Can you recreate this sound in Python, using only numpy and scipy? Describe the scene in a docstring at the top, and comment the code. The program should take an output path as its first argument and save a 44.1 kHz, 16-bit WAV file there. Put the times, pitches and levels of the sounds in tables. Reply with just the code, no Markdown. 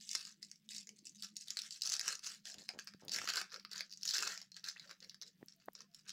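"""Foil wrapper peeled by hand off a long wafer stick, close to a phone in a small furnished room.
Creases snap as short noise kicks through facet and sheet resonances; pulls and tears release showers
of tiny kicks, and the loose sheet adds a papery body. Behind them an open pouch rings low, fingers
bump and rub as damped swings and soft noise, and faint squeaks are wavering sines.
At the back lie a hum of wavering pitch and level, low rumble and swells, and faint room noise."""
import sys
import numpy as np
from scipy import signal
from scipy.fft import rfft, irfft
from scipy.io import wavfile
from scipy.ndimage import uniform_filter1d, map_coordinates

SR = 44100
rng = np.random.default_rng(int(sys.argv[2]) if len(sys.argv) > 2 else 0)


def unload_wav(signal):
    """Save mono or channel-first audio to the path in sys.argv[1] as 16-bit WAV at rate SR, clipped to [-1, 1]."""
    wavfile.write(
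        sys.argv[1],
        SR,
        np.round(np.clip(np.atleast_2d(signal).T, -1, 1) * 32767).astype(np.int16),
    )


N = 269892
T = np.arange(N) / SR  # s


def undb(db):
    """Decibels to gain."""
    return 10 ** (np.asarray(db) / 20)


def unit(x):
    """Scale to rms 1."""
    return x / np.sqrt(np.mean(x ** 2))


def fade(t, t60):
    """Exponential decay, 60 dB down at t60 seconds."""
    return np.exp(-np.log(1000) * t / t60)


def span(start, end, attack_s=0.0095, release_s=0.019):
    """Attack before start, hold, and release after end."""
    return np.interp(T, [start - attack_s, start, end, end + release_s], [0, 1, 1, 0])


def add(out, s, x):
    """Mix x into out from time s on."""
    i = max(int(s * SR), 0)
    out[i:i + len(x)] += x[:max(N - i, 0)]


def convolve(x, response):
    """Filter x, keeping its length."""
    return signal.fftconvolve(x, response)[:len(x)]


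def lowpass(order, hz):
    """Butterworth sections that cut the top."""
    return signal.butter(order, hz, fs=SR, output="sos")


def impulse(points, size=512):
    """Minimum-phase response of unit energy with a (f/Hz, level/dB) colour."""
    hz, db = np.transpose(points)
    bins = np.maximum(np.arange(size + 1) * SR / (2 * size), 1)
    gains = undb(np.interp(np.log(bins), np.log(hz), db))
    # folding the cepstrum forward in time makes the response causal
    cepstrum = irfft(np.log(gains))
    cepstrum[1:size] *= 2
    cepstrum[size + 1:] = 0
    h = irfft(np.exp(rfft(cepstrum)))[:size]
    return h / np.linalg.norm(h)


def resonate(x, hz, q):
    """One resonance, gain 1 at its centre."""
    return signal.lfilter(*signal.iirpeak(min(hz, SR / 3), max(q, .5), fs=SR), x)


def resonate_twice(x, hz, q):
    """Two equal resonances in series: a narrow band with a soft onset."""
    return resonate(resonate(x, hz, q), hz, q)


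def walk(rate):
    """Smooth random curve of rms 1, with a new target rate times a second."""
    k = int(SR / rate)
    steps = np.repeat(rng.standard_normal(N // k + 1), k)
    return unit(uniform_filter1d(steps, k)[:N])


def buckle(t, skid_db, skid_t60):
    """One crease gives way: a kick, then a brief noisy skid as the fold runs on."""
    push = undb(skid_db) * rng.standard_normal(len(t)) * fade(t, skid_t60)
    push[0] += 1
    return push


def facet_ring(x, hz, q):
    """A stiff facet swells for a cycle or two and rings briefly, in a narrow band."""
    return resonate_twice(x, hz, q)


# papery note of the sheet, which moves as the hands reshape it: t/s, f/Hz
SHEET_NOTE = [(0, 2306), (.11, 2250), (.15, 1598), (.3, 1657), (.5, 2092), (.75, 2100), (.89, 2483),
              (1.25, 1607), (1.4, 2010), (1.5, 1752), (1.75, 1783), (1.95, 1653), (2.3, 1698), (2.6, 1837),
              (2.7, 1600), (2.81, 1810), (3.2, 1751), (3.35, 1631), (3.55, 1546), (3.78, 1701),
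              (4.08, 1758), (4.24, 1580), (4.38, 1777), (4.67, 1650), (4.81, 1890), (4.91, 1602),
              (5.13, 1911), (5.8, 1656), (6.12, 1550)]
SHEET_HZ, SHEET_FOLLOW = 1715.6, 1.1  # note at which SHEET holds [Hz]; exponent on the note's ratio to it


def sheet_shift(t):
    """Factor on all resonances of the sheet at time t: bending the foil moves them together."""
    return (np.interp(t, *np.transpose(SHEET_NOTE)) / SHEET_HZ) ** SHEET_FOLLOW


# single creases snapping, loud and faint, close in:
# t/s, level/dB before trim, facet ring f/Hz, body level/dB re ring before trim
SNAPS = [(.0113, -52.5, 5550, -14), (.0919, -39, 4530, -34), (.1138, -38, 6000, -29),
         (.1317, -40.5, 6200, -25), (.1512, -30, 5330, -12.5), (.2517, -44.5, 5500, -30),
         (.2704, -53, 6300, -9), (.4283, -46, 4400, -14), (.4485, -57, 6900, -18),
         (.5148, -46.5, 5500, -21), (.5582, -59, 5200, -26), (.69, -48, 3600, -32), (.748, -46, 5570, -41),
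         (.764, -44, 4580, -44), (.7822, -45, 5700, -21), (.8717, -52, 5500, -8), (.8918, -48.5, 5660, -4),
         (.9897, -56, 5200, -22), (1.0696, -49.5, 6600, -25), (1.095, -53, 7000, -20),
         (1.224, -42, 4400, -49), (1.2346, -45, 5000, -11), (1.2465, -45.5, 5500, -30),
         (1.3669, -41.5, 6350, -26.5), (1.4108, -49.5, 6340, -27), (1.4833, -44.5, 4120, -44),
         (1.5053, -36, 5296, -43), (1.5595, -59, 4900, -34), (1.5708, -34.5, 4200, -8.5),
         (1.59, -37, 3940, -13), (1.6187, -41.5, 5860, -32), (1.7084, -45, 4906, -33),
         (1.7238, -47, 5100, -34), (1.8112, -49, 6000, -24), (1.8198, -33, 4730, -24),
         (1.835, -40.5, 5560, -25), (1.852, -42, 5400, -21), (1.858, -38, 5230, -19),
         (1.866, -39, 5500, -13), (1.8737, -36.5, 5990, -16), (1.893, -39, 5120, -24),
         (1.899, -38, 5300, -18), (1.921, -37, 6200, -30), (1.932, -40, 5587, -23),
         (1.939, -34.5, 5040, -14.5), (1.952, -40, 5200, -9.5), (1.966, -39, 5400, -28),
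         (1.9949, -32.5, 4670, -9.5), (2.005, -45, 5200, -8), (2.012, -38, 6370, -6.5),
         (2.0797, -33.5, 6100, -7.5), (2.0872, -36.5, 6240, -13), (2.1261, -41, 4330, -22),
         (2.1536, -41.5, 5650, -15), (2.193, -49, 5900, -21), (2.2386, -52, 5300, -22),
         (2.245, -44, 4535, -29), (2.265, -43.5, 5340, -19), (2.272, -41, 6255, -7.5),
         (2.4547, -46.5, 4170, -20), (2.4729, -55, 4840, -22), (2.5422, -48.5, 5300, -5),
         (2.584, -49.5, 3677, -26), (2.6195, -53, 4660, -28), (2.685, -57, 4870, -26),
         (2.69, -36.5, 4610, -5), (2.7897, -43.5, 4323, 2), (2.7959, -42.5, 5480, -15),
         (2.873, -43.5, 5200, -4.5), (2.8785, -49, 5200, -2), (2.8868, -52, 4800, -3),
         (2.9375, -54.5, 4450, -4), (3.0823, -41, 4530, -28), (3.0947, -37.5, 4960, -18),
         (3.1182, -35.5, 5300, -19), (3.1362, -40, 4750, -21), (3.145, -33.5, 5700, -11),
         (3.1618, -32, 5200, -27), (3.1868, -38, 4800, 2), (3.216, -49, 4792, 8), (3.2751, -34.5, 4700, -3),
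         (3.2887, -32, 5240, -5.5), (3.3019, -33.5, 5045, -12), (3.3369, -35, 5000, -18),
         (3.3579, -33, 4777, -6), (3.3713, -32, 4600, -7.5), (3.4146, -38.5, 4940, 0.5),
         (3.5424, -41, 4690, -6), (3.561, -46, 4930, -1), (3.5714, -57, 5100, -6), (3.5973, -48, 4900, -10),
         (3.6497, -43.5, 4837, -3.5), (3.694, -63, 4930, -7), (3.7145, -42.5, 4714, -16),
         (3.7323, -39.5, 4800, -32), (3.7599, -40.5, 4510, -24), (3.7796, -38, 5415, -42),
         (3.7935, -41.5, 4970, -5), (3.8074, -33.5, 4635, -3.5), (3.9151, -48, 5100, -33),
         (3.9255, -44, 4840, -30), (3.9361, -46, 5500, -30), (3.974, -47.5, 7220, -23),
         (4.0323, -34.5, 5050, -33), (4.0604, -38, 5647, -12), (4.078, -33, 5100, -26),
         (4.0902, -30.5, 5063, -25), (4.1096, -33.5, 5000, -13.5), (4.137, -35, 5035, -28),
         (4.1825, -32, 5110, -8), (4.2251, -32, 5370, -7), (4.275, -32, 5206, -18),
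         (4.2917, -44.5, 5000, -21), (4.3216, -41, 4574, -12), (4.3766, -40.5, 4348, -7.5),
         (4.4161, -43, 4687, -9.5), (4.4274, -53, 4700, -14), (4.5182, -49.5, 4441, -15),
         (4.5442, -53, 4800, -23), (4.5951, -56.5, 5500, -10), (4.566, -45, 4150, -16),
         (4.642, -39.5, 4310, -15), (4.651, -46, 4700, -18), (4.673, -47, 4700, -16),
         (4.6861, -35, 4950, -17), (4.6978, -44, 4700, -13), (4.7967, -43, 4890, -10),
         (4.8205, -58, 4200, -18), (4.8944, -51, 5400, -5), (4.9116, -44, 5267, -5),
         (5.0043, -52, 5400, -28), (5.027, -50, 5000, -10), (5.0455, -48.5, 4700, -7),
         (5.0958, -44.5, 4653, -21), (5.1446, -51, 5194, -6.5), (5.2151, -42.5, 5170, -26),
         (5.2221, -43.5, 5170, -17), (5.265, -54, 5400, -33), (5.279, -53, 5200, -32),
         (5.4843, -48.5, 5500, -15.5), (5.5234, -57.5, 5300, -21), (5.6, -66, 5000, -12),
         (5.621, -69, 4800, 0.5), (5.7521, -48.5, 5805, -10.5), (5.791, -58, 5300, -14),
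         (5.806, -49, 5200, -8.5), (5.8188, -54, 4500, -15), (5.9461, -49, 4813, -18),
         (5.9919, -59, 5100, -18), (6.094, -42.5, 5550, -26), (6.104, -46, 5540, -15)]
# colour of the small stiff facets: f/Hz, relative level/dB
FACETS = [(700, -58.5), (1700, -17), (2400, -13), (2800, -5), (3250, -9.5), (4000, -3.5), (5000, -1),
          (6000, -3.5), (7300, -8), (8600, -16.5), (10500, -15.5), (12200, -22), (14000, -16.5),
          (16000, -27)]
# colour of the whole sheet flexing: f/Hz, relative level/dB
SHEET = [(50, -27), (200, -43), (450, -5.5), (750, -12), (1050, -8.5), (1350, 3.5), (1800, 9), (2300, -2.5),
         (2850, 3), (3500, -6), (7000, -31.5)]


def snaps(rows, ring_q=2.28, broad_db=-5, broad_slope=0.19, hard_db=-38, gain_db=-0.65,
          body_gain_db=-0.8, edge_db=1.0, echo_db=-12, echo_s=.003, spread_octaves=0.26,
          size=1024, count=145):
    """Each snap rings its facet, shakes its part of the sheet and trips a neighbouring crease."""
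    out, t = np.zeros(N), np.arange(size) / SR
    for s, db, hz, body_db in rows:
        length, sharpness, place, lag, neighbour = rng.standard_normal(5)
        push = buckle(t, skid_db=-13, skid_t60=.007 * np.exp(.4 * length))
        # a sharper crease has more of the highest treble
        colour = [(f, gain + edge_db * sharpness * (f > 8000)) for f, gain in FACETS]
        crack = convolve(push, impulse(colour))
        # hard snaps crack over a wide band, gentle ones mostly ping
        wide_db = broad_db + broad_slope * min(db - hard_db, 0)
        ring = facet_ring(crack, hz, ring_q) + undb(wide_db) * crack
        shift = sheet_shift(s) * 2 ** (spread_octaves * place)
        body = convolve(push, impulse([(f * shift, gain) for f, gain in SHEET]))
        # levels are set over the first few milliseconds (count samples)
        ring = ring / ring[:count].std()
        body = undb(body_db + body_gain_db) * body / body[:count].std()
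        add(out, s, undb(db + gain_db) * (ring + body))
        tripped = facet_ring(crack, hz * 2 ** (spread_octaves * neighbour), ring_q)
        tripped_s = s + echo_s * np.exp(.5 * lag)
        add(out, tripped_s, undb(db + echo_db) * tripped / tripped[:count].std())
    return out


# creases running on in a short, dense rip:
# t/s, length/s, level/dB before trim, ring f/Hz, body level/dB re ring before trim
RIPS = [(0.154, 0.0018, -31.5, 5330, -11), (0.701, .005, -52, 5585, -23), (1.054, 0.0061, -54, 6700, -27),
        (2.084, 0.0081, -42.5, 5793, -5), (2.264, 0.0057, -42, 5630, -10.5),
        (3.293, 0.0046, -35.5, 5295, -12), (3.368, .012, -35, 4775, -6), (3.414, 0.0051, -41.5, 4900, 2),
        (4.162, .01, -34.5, 5015, -15.5), (4.269, 0.0078, -35.5, 5103, -4), (5.222, .012, -47, 5200, -8),
        (6.086, .003, -48, 5520, -13)]


def rips(rate=900, each_db=-8.0, scatter_db=2, spread_octaves=0.21):
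    """A crease runs on from facet to facet, a snap about every millisecond; rows like SNAPS."""
    rows = []
    for start, length, db, hz, body_db in RIPS:
        for k, (force, facet, lag) in enumerate(rng.standard_normal((20, 3))):
            if k / rate < length:
                s = start + (k + lag / 3) / rate
                ring_hz = hz * 2 ** (spread_octaves * facet)
                rows.append((s, db + each_db + scatter_db * force, ring_hz, body_db))
    return rows


# seam parting in a run of little pops: start t/s, end t/s, level/dB before trim, pops per s, ring f/Hz
PEELS = [(2.804, 2.842, -71, 120, 5060), (3.497, 3.529, -59, 124, 4850), (3.597, 3.637, -64.5, 124, 4925),
         (3.896, 3.943, -56, 115, 5200), (4.012, 4.03, -49.5, 127, 4910)]


def peels(scatter_db=2, jitter=.18, body_db=-17):
    """The seam lets go pop by pop, almost evenly; rows like SNAPS."""
    rows = []
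    for s, end, db, rate, hz in PEELS:
        while s < end:
            force, gap = rng.standard_normal(2)
            rows.append((s, db + scatter_db * force, hz, body_db))
            s += np.exp(jitter * gap) / rate
    return rows


# hand moves that tear or crumple the foil:
# start t/s, end t/s, fine crackle level/dB before trim, body level/dB re crackle before trim
PULLS = [(0, 0.08, -59.5, -23), (0.104, 0.226, -52, -16.5), (0.249, 0.292, -57, -12),
         (0.424, 0.5, -66.5, -17), (0.512, 0.518, -68.5, -8.5), (0.708, 0.793, -52, -12.5),
         (0.963, 0.973, -67, -16), (1.044, 1.113, -67, -37), (1.149, 1.297, -65, -24),
         (1.235, 1.256, -53.5, -12.5), (1.362, 1.52, -61, -25), (1.471, 1.524, -57, -9),
         (1.569, 1.649, -52.5, -10.5), (1.708, 1.761, -54.5, -18.5), (1.844, 1.969, -47, -11.5),
         (2.033, 2.131, -50, -6.5), (2.235, 2.324, -49, -11), (2.458, 2.518, -52.5, -14),
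         (2.588, 2.64, -57, -14), (2.692, 2.71, -60, -1.5), (2.791, 2.801, -55, -4),
         (2.873, 2.883, -66, -6), (3.002, 3.015, -60.5, -7.5), (3.118, 3.17, -42, -20.5),
         (3.153, 3.19, -42.5, -5), (3.206, 3.28, -46.5, -7), (3.278, 3.405, -43.5, -1.5),
         (3.524, 3.549, -52, -3), (3.718, 3.809, -51, -7.5), (3.911, 4.03, -68.5, -19),
         (4.053, 4.096, -38, -18.5), (4.139, 4.193, -38.5, -9), (4.231, 4.257, -40.5, -4.5),
         (4.29, 4.341, -47, -6.5), (4.375, 4.443, -61, -12.5), (4.564, 4.578, -58, -7),
         (4.645, 4.694, -49, -8), (4.759, 4.931, -62.5, -4), (4.899, 4.916, -57.5, -4.5),
         (5.021, 5.038, -60.5, -5), (5.092, 5.119, -68.5, -3), (5.219, 5.278, -63.5, -15.5),
         (5.482, 5.535, -69.5, -14.5), (5.602, 5.654, -75, -6), (5.75, 5.823, -66, -5.5),
         (5.936, 6.004, -68, -16), (6.059, 6.128, -68.5, -2), (6.081, 6.117, -58, -12)]
GRIP_DB_PER_S, SAG_DB_PER_S, RELEASE_DB_PER_S = 1507, 12.5, 329.5  # take hold, ease, let go
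REST_DB, REST_BODY_DB = -83.5, -8.5  # foil that is merely held: crackle, body re crackle, before trim


def effort():
    """Crackle level and relative body in dB: moves rise, sag and die away, and the strongest leads."""
    crackle, body = REST_DB, REST_DB + REST_BODY_DB
    for start, end, db, body_db in PULLS:
        grip = GRIP_DB_PER_S * np.maximum(start - T, 0)
        sag = SAG_DB_PER_S * np.maximum(T - start, 0)
        release = RELEASE_DB_PER_S * np.maximum(T - end, 0)
        shape = db - grip - sag - release
        crackle, body = np.maximum(crackle, shape), np.maximum(body, shape + body_db)
    return crackle, body - crackle


def small_snaps(db, body_db, rate=42, over_db=2, scatter_db=0.5, ring_hz=5200, ring_octaves=0.3,
                less_body_db=-1.5, count=400):
    """Lesser creases give way at uneven gaps, as strongly as the hands pull; rows like SNAPS."""
    gap, force, facet = rng.standard_normal((count, 3)).T
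    s = np.cumsum(np.exp(.5 * gap)) / rate
    level = np.interp(s, T, db) + over_db + scatter_db * force
    hz = ring_hz * 2 ** (ring_octaves * facet)
    body = np.interp(s, T, body_db) + less_body_db
    rows = np.transpose([s, level, hz, body])
    return list(rows[s < T[-1]])


def shower(rate, spread_db, even_s=0.032):
    """Random tiny buckles of uneven size, levelled to a roughly steady power; spread_db > 0 makes few strong."""
    sizes = undb(spread_db * np.minimum(rng.exponential(size=N), 4.5)) * rng.choice([-1, 1], N)
    kicks = sizes * (rng.random(N) < rate / SR)
    k = int(even_s * SR / 2)
    power = uniform_filter1d(uniform_filter1d(kicks ** 2, k), k)
    return kicks / np.sqrt(np.maximum(power, 0) + 0.22 * rate / SR)


def crumple(db, body_db, rate=900, facet_q=4.9, broad_db=-10, slide_db=-13, gain_db=-4.0,
            body_gain_db=-1.3, count=9):
    """Harder pulling breaks more creases a second; each lands on a facet of one of several sizes."""
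    density = rate * undb(.75 * (np.minimum(db, -42) + 48)) + 90  # buckles per s
    kicks = shower(density, spread_db=1.5)
    facet = rng.integers(0, count, N)
    sizes_hz = np.geomspace(3400, 7900, count)
    rings = sum(facet_ring(kicks * (facet == k), hz, facet_q) for k, hz in enumerate(sizes_hz))
    kicks = kicks + undb(slide_db) * rng.standard_normal(N)  # film slides over film
    crackle = unit(convolve(rings + undb(broad_db) * kicks, impulse(FACETS)))
    body = unit(convolve(kicks * undb(1.75 * rng.standard_normal(N)), impulse(SHEET)))
    # reading the body at a changing speed glides its resonances as the sheet bends
    body = map_coordinates(body, [np.cumsum(sheet_shift(T)) % (N - 1)], order=1)
    return undb(db) * (undb(gain_db) * crackle + undb(body_db + body_gain_db) * body)


# thin high ticks of the tiniest creases: t/s, peak level/dB before room and flexing
TICKS = [(2.8445, -52), (3.05, -46), (3.6485, -58), (5.46, -51), (5.563, -58.5), (5.658, -51),
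         (5.7326, -49)]


def ticks(hz=14200, q=4, size=512):
    """The tiniest creases ring only at the very top."""
    out = np.zeros(N)
    for s, db in TICKS:
        ring = resonate(buckle(T[:size], skid_db=11, skid_t60=0.011), hz, q)
        add(out, s, undb(db) * ring / np.abs(ring).max())
    return out


# how taut the foil is held around the stick: t/s, tautness 0-1
TAUT = [(0, 0.97), (.8, 1), (1.5, 1), (2.1, 0.99), (2.6, 0.58), (3.2, 0.03), (4.3, 0.01), (5.2, 0.02),
        (6.12, 0.55)]


def tautness():
    """Tension of the foil over time, 0 slack to 1 taut."""
    return np.interp(T, *np.transpose(TAUT))


def soften(x, db, edge_hz=7000, hard_db=-46, range_db=14, depth=0.32):
    """Slack foil that is handled gently folds rather than cracks, and loses some of its top."""
    gentle = np.clip((hard_db - db) / range_db, 0, 1)
    share = np.clip(depth * (1 - tautness()) * gentle, 0, 1)
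    dull = signal.sosfiltfilt(lowpass(3, edge_hz), x)
    return x + share * (dull - x)


# resonances of the taut foil: f/Hz, Q, level/dB before trim
TAUT_MODES = [(1226, 5.1, -6), (2500, 1.65, -4), (8460, 4.35, 6)]


def flex(x, q=18, change_hz=20, gain_db=-2.0, slack_hz=1650, slack_q=2, slack_share=0.14, count=28):
    """Taut foil has resonances of its own; with every new bend narrow modes come forward or drop out."""
    taut = tautness()
    # the hollow note of the sheet needs slack
    x = x - np.clip(slack_share * taut, 0, 1) * resonate(x, slack_hz, slack_q)
    x = x + taut * sum(undb(db) * resonate(x, hz, sharpness) for hz, sharpness, db in TAUT_MODES)
    modes = sum(walk(change_hz) * resonate(x, hz, q) for hz in np.geomspace(700, 9000, count))
    return undb(gain_db) * (x + .42 * modes)


def room(x, tail_db, t60=0.15, early_db=-13, early_t60=0.03):
    """Quick reflections off table and hands, then the short tail of walls that soak up the top."""
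    t = T[:SR // 2]
    early = rng.standard_normal(len(t)) * fade(t, early_t60) * (t > .002)
    tail = rng.standard_normal(len(t)) * fade(t, t60) * (t > .007)
    tail = signal.sosfilt(lowpass(2, 9000), tail)
    early = undb(early_db) * early / np.linalg.norm(early)
    tail = undb(tail_db) * tail / np.linalg.norm(tail)
    return x + convolve(x, early + tail)


# low ring of the opened wrapper, a pouch: start t/s, end t/s, level/dB, note f/Hz
POUCH = [(0.26, 0.305, -83.5, 1080), (0.874, 0.943, -79, 417), (1.86, 2.04, -76, 742),
         (2.083, 2.149, -69.5, 474), (2.457, 2.558, -74.5, 677), (2.691, 2.71, -60.5, 717),
         (3.538, 3.578, -67, 505), (4.191, 4.298, -65.5, 402), (4.86, 4.935, -75.5, 565),
         (5.025, 5.067, -76, 478.6), (5.227, 5.296, -80.5, 438), (5.755, 5.839, -80.5, 467)]


def pouch(q=3, rate=400):
    """Tiny buckles ring the low note of the open wrapper, a different one for each shape."""
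    kicks = shower(rate, spread_db=-1.0)
    return sum(undb(db) * span(s, end) * unit(resonate_twice(kicks, hz, q)) for s, end, db, hz in POUCH)


def thud(hz, t60, low_edge=0.47, size=2048):
    """A soft contact: a heavily damped swing, peak 1."""
    t = T[:size]
    swing = np.sin(2 * np.pi * hz * t) * fade(t, t60)
    edges = [min(low_edge, 1) * hz, min(3 * hz, SR / 3)]
    swing = signal.sosfilt(signal.butter(2, edges, "bandpass", fs=SR, output="sos"), swing)
    return swing / np.abs(swing).max()


# fingers bumping the stick and the sheet: t/s, peak level/dB, f/Hz, ring time t60/s
BUMPS = [(0.1517, -55, 433, 0.0071), (2.578, -57, 171.3, 0.015), (2.946, -52, 227.1, 0.0082),
         (3.242, -45, 490, 0.0025), (4.763, -47.5, 1916, 0.021), (4.77, -45.5, 2640, 0.013),
         (5.428, -53.5, 1830, 0.012), (5.4282, -44, 306, 0.0084), (5.683, -37.5, 485, 0.0077),
         (5.685, -35.5, 897, 0.0043), (5.6853, -45, 1920, 0.0061)]
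# skin sticking and slipping on the wrapper: start t/s, end t/s, level/dB before trim, slips per s
RUBS = [(2.55, 2.633, -58, 91), (2.7372, 2.785, -50.5, 83), (3.0235, 3.102, -51.5, 104.8),
        (3.121, 3.24, -52.5, 95), (4.167, 4.3, -60.5, 89), (5.412, 5.44, -61.5, 98),
        (5.68, 5.696, -58.5, 120)]


def fingers(slip_hz=480, slip_t60=0.0065, slip_edge=0.23, slip_octaves=0.29,
            scrape_db=-20, scrape_hz=650, drag_db=-17, drag_hz=190):
    """Single bumps, and runs of uneven stick-slip over a soft scrape and a dull drag."""
    out = np.zeros(N)
    for s, db, hz, t60 in BUMPS:
        add(out, s, undb(db) * thud(hz, t60))
    noise = rng.standard_normal(N)
    scrape = undb(scrape_db) * unit(resonate_twice(noise, scrape_hz, 1))
    drag = undb(drag_db) * unit(resonate_twice(noise, drag_hz, 1))
    for s, end, db, rate in RUBS:
        out += undb(db) * (scrape + drag) * span(s, end)
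        while s < end:
            force, pitch, gap = rng.standard_normal(3)
            slip = thud(slip_hz * 2 ** (slip_octaves * pitch), slip_t60, slip_edge)
            add(out, s, undb(db - 2.0 + 1.4 * force) * slip)
            s += np.exp(.22 * gap) / rate
    return out


# faint squeaks of a fingertip on the film: start t/s, end t/s, level/dB at the top of the swell, f/Hz
SQUEAKS = [(5.55, 5.621, -84.5, 656), (5.834, 5.872, -83, 1046), (5.876, 5.96, -85.5, 689)]


def squeaks(waver=.012):
    """Slips so fast that they fuse into a thin wavering tone, which swells and fades."""
    out, drift = np.zeros(N), 1 + waver * walk(80)
    for s, end, db, hz in SQUEAKS:
        swell = np.sin(np.pi * np.clip((T - s) / (end - s), 0, 1))
        tone = np.sqrt(2) * np.sin(2 * np.pi * hz * np.cumsum(drift) / SR)
        out += undb(db) * swell * tone
    return out


# low hum under the hands: t/s, f/Hz before waver, level/dB before trim and flutter
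HUM = [(0, 203, -68.5), (.12, 205, -72.5), (.2, 205, -83), (.32, 205, -71.5), (.38, 205, -80),
       (.47, 210, -68), (.57, 205, -79), (.66, 210, -68.5), (.93, 203, -68), (1.11, 208, -78.5),
       (1.17, 208, -69.5), (1.33, 208, -65.5), (1.42, 207, -76), (1.65, 208, -71.5), (1.73, 205, -86),
       (2.1, 201.5, -90), (2.4, 208.2, -72), (3.1, 200.8, -70.5), (3.8, 187.1, -73), (4.902, 185.1, -77),
       (5.4, 192, -77.5), (6.12, 201, -76.5)]
# soft low swells above the hum in pitch: centre t/s, half width t/s, level/dB, f/Hz
SWELLS = [(.43, .08, -85, 302), (.75, 0.073, -88, 420), (1.049, .07, -73, 283), (1.341, .03, -81, 310.6)]
# colour of the room noise: f/Hz, relative level/dB per Hz
AIR = [(25, -8), (55, -13.5), (100, -14), (160, 2.5), (250, -1), (400, -10.5), (800, -24.5), (2000, -17.5),
       (3200, -13.5), (5000, -22), (10000, -23.5), (16000, -18.5)]


def background(air_db=-82.5, air_waver_db=2.5, waver_hz=9, flutter_db=3.0,
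               rumble_hz=165, rumble_q=2.6, rumble_db=-81):
    """A sine hum wavering in pitch and level, with resonant noise as rumble and swells, over room noise."""
    s, hz, db = np.transpose(HUM)
    phase = 2 * np.pi * np.cumsum(np.interp(T, s, hz) + waver_hz * walk(60)) / SR
    noise = rng.standard_normal(N)
    rumble = undb(rumble_db) * unit(resonate_twice(noise, rumble_hz, rumble_q))
    tone = np.sqrt(2) * np.sin(phase) * undb(np.interp(T, s, db) - 3.5)
    hum = (tone + rumble) * undb(flutter_db * walk(30))
    swells = np.zeros(N)
    for centre, width, level, pitch in SWELLS:
        band = unit(resonate(resonate(noise, pitch, 5.0), pitch, 4.5))
        swells += undb(level) * band * np.exp(-((T - centre) / width) ** 2)
    air = convolve(rng.standard_normal(N), impulse(AIR, size=2048))
    return hum + swells + undb(air_db + air_waver_db * walk(13)) * air


def scene():
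    """Foil sounds in the room; pouch, fingers, squeaks and background are mixed in without it."""
    db, body_db = effort()
    creases = snaps(list(SNAPS) + small_snaps(db, body_db) + peels() + rips())
    jerky_db = db + 3 * walk(45.33)  # the jerkiness of a move
    foil = soften(creases + crumple(jerky_db, body_db), db)
    foil = flex(room(foil + ticks(), tail_db=-13.5))
    return (foil + pouch() + fingers() + squeaks() + background())[None]


def record(dry, top_hz=15800):
    """The phone cuts the top with a steep low-pass."""
    return signal.sosfilt(signal.ellip(8, .2, 70, top_hz, fs=SR, output="sos"), dry)


dry = scene()
out = record(dry)
unload_wav(out)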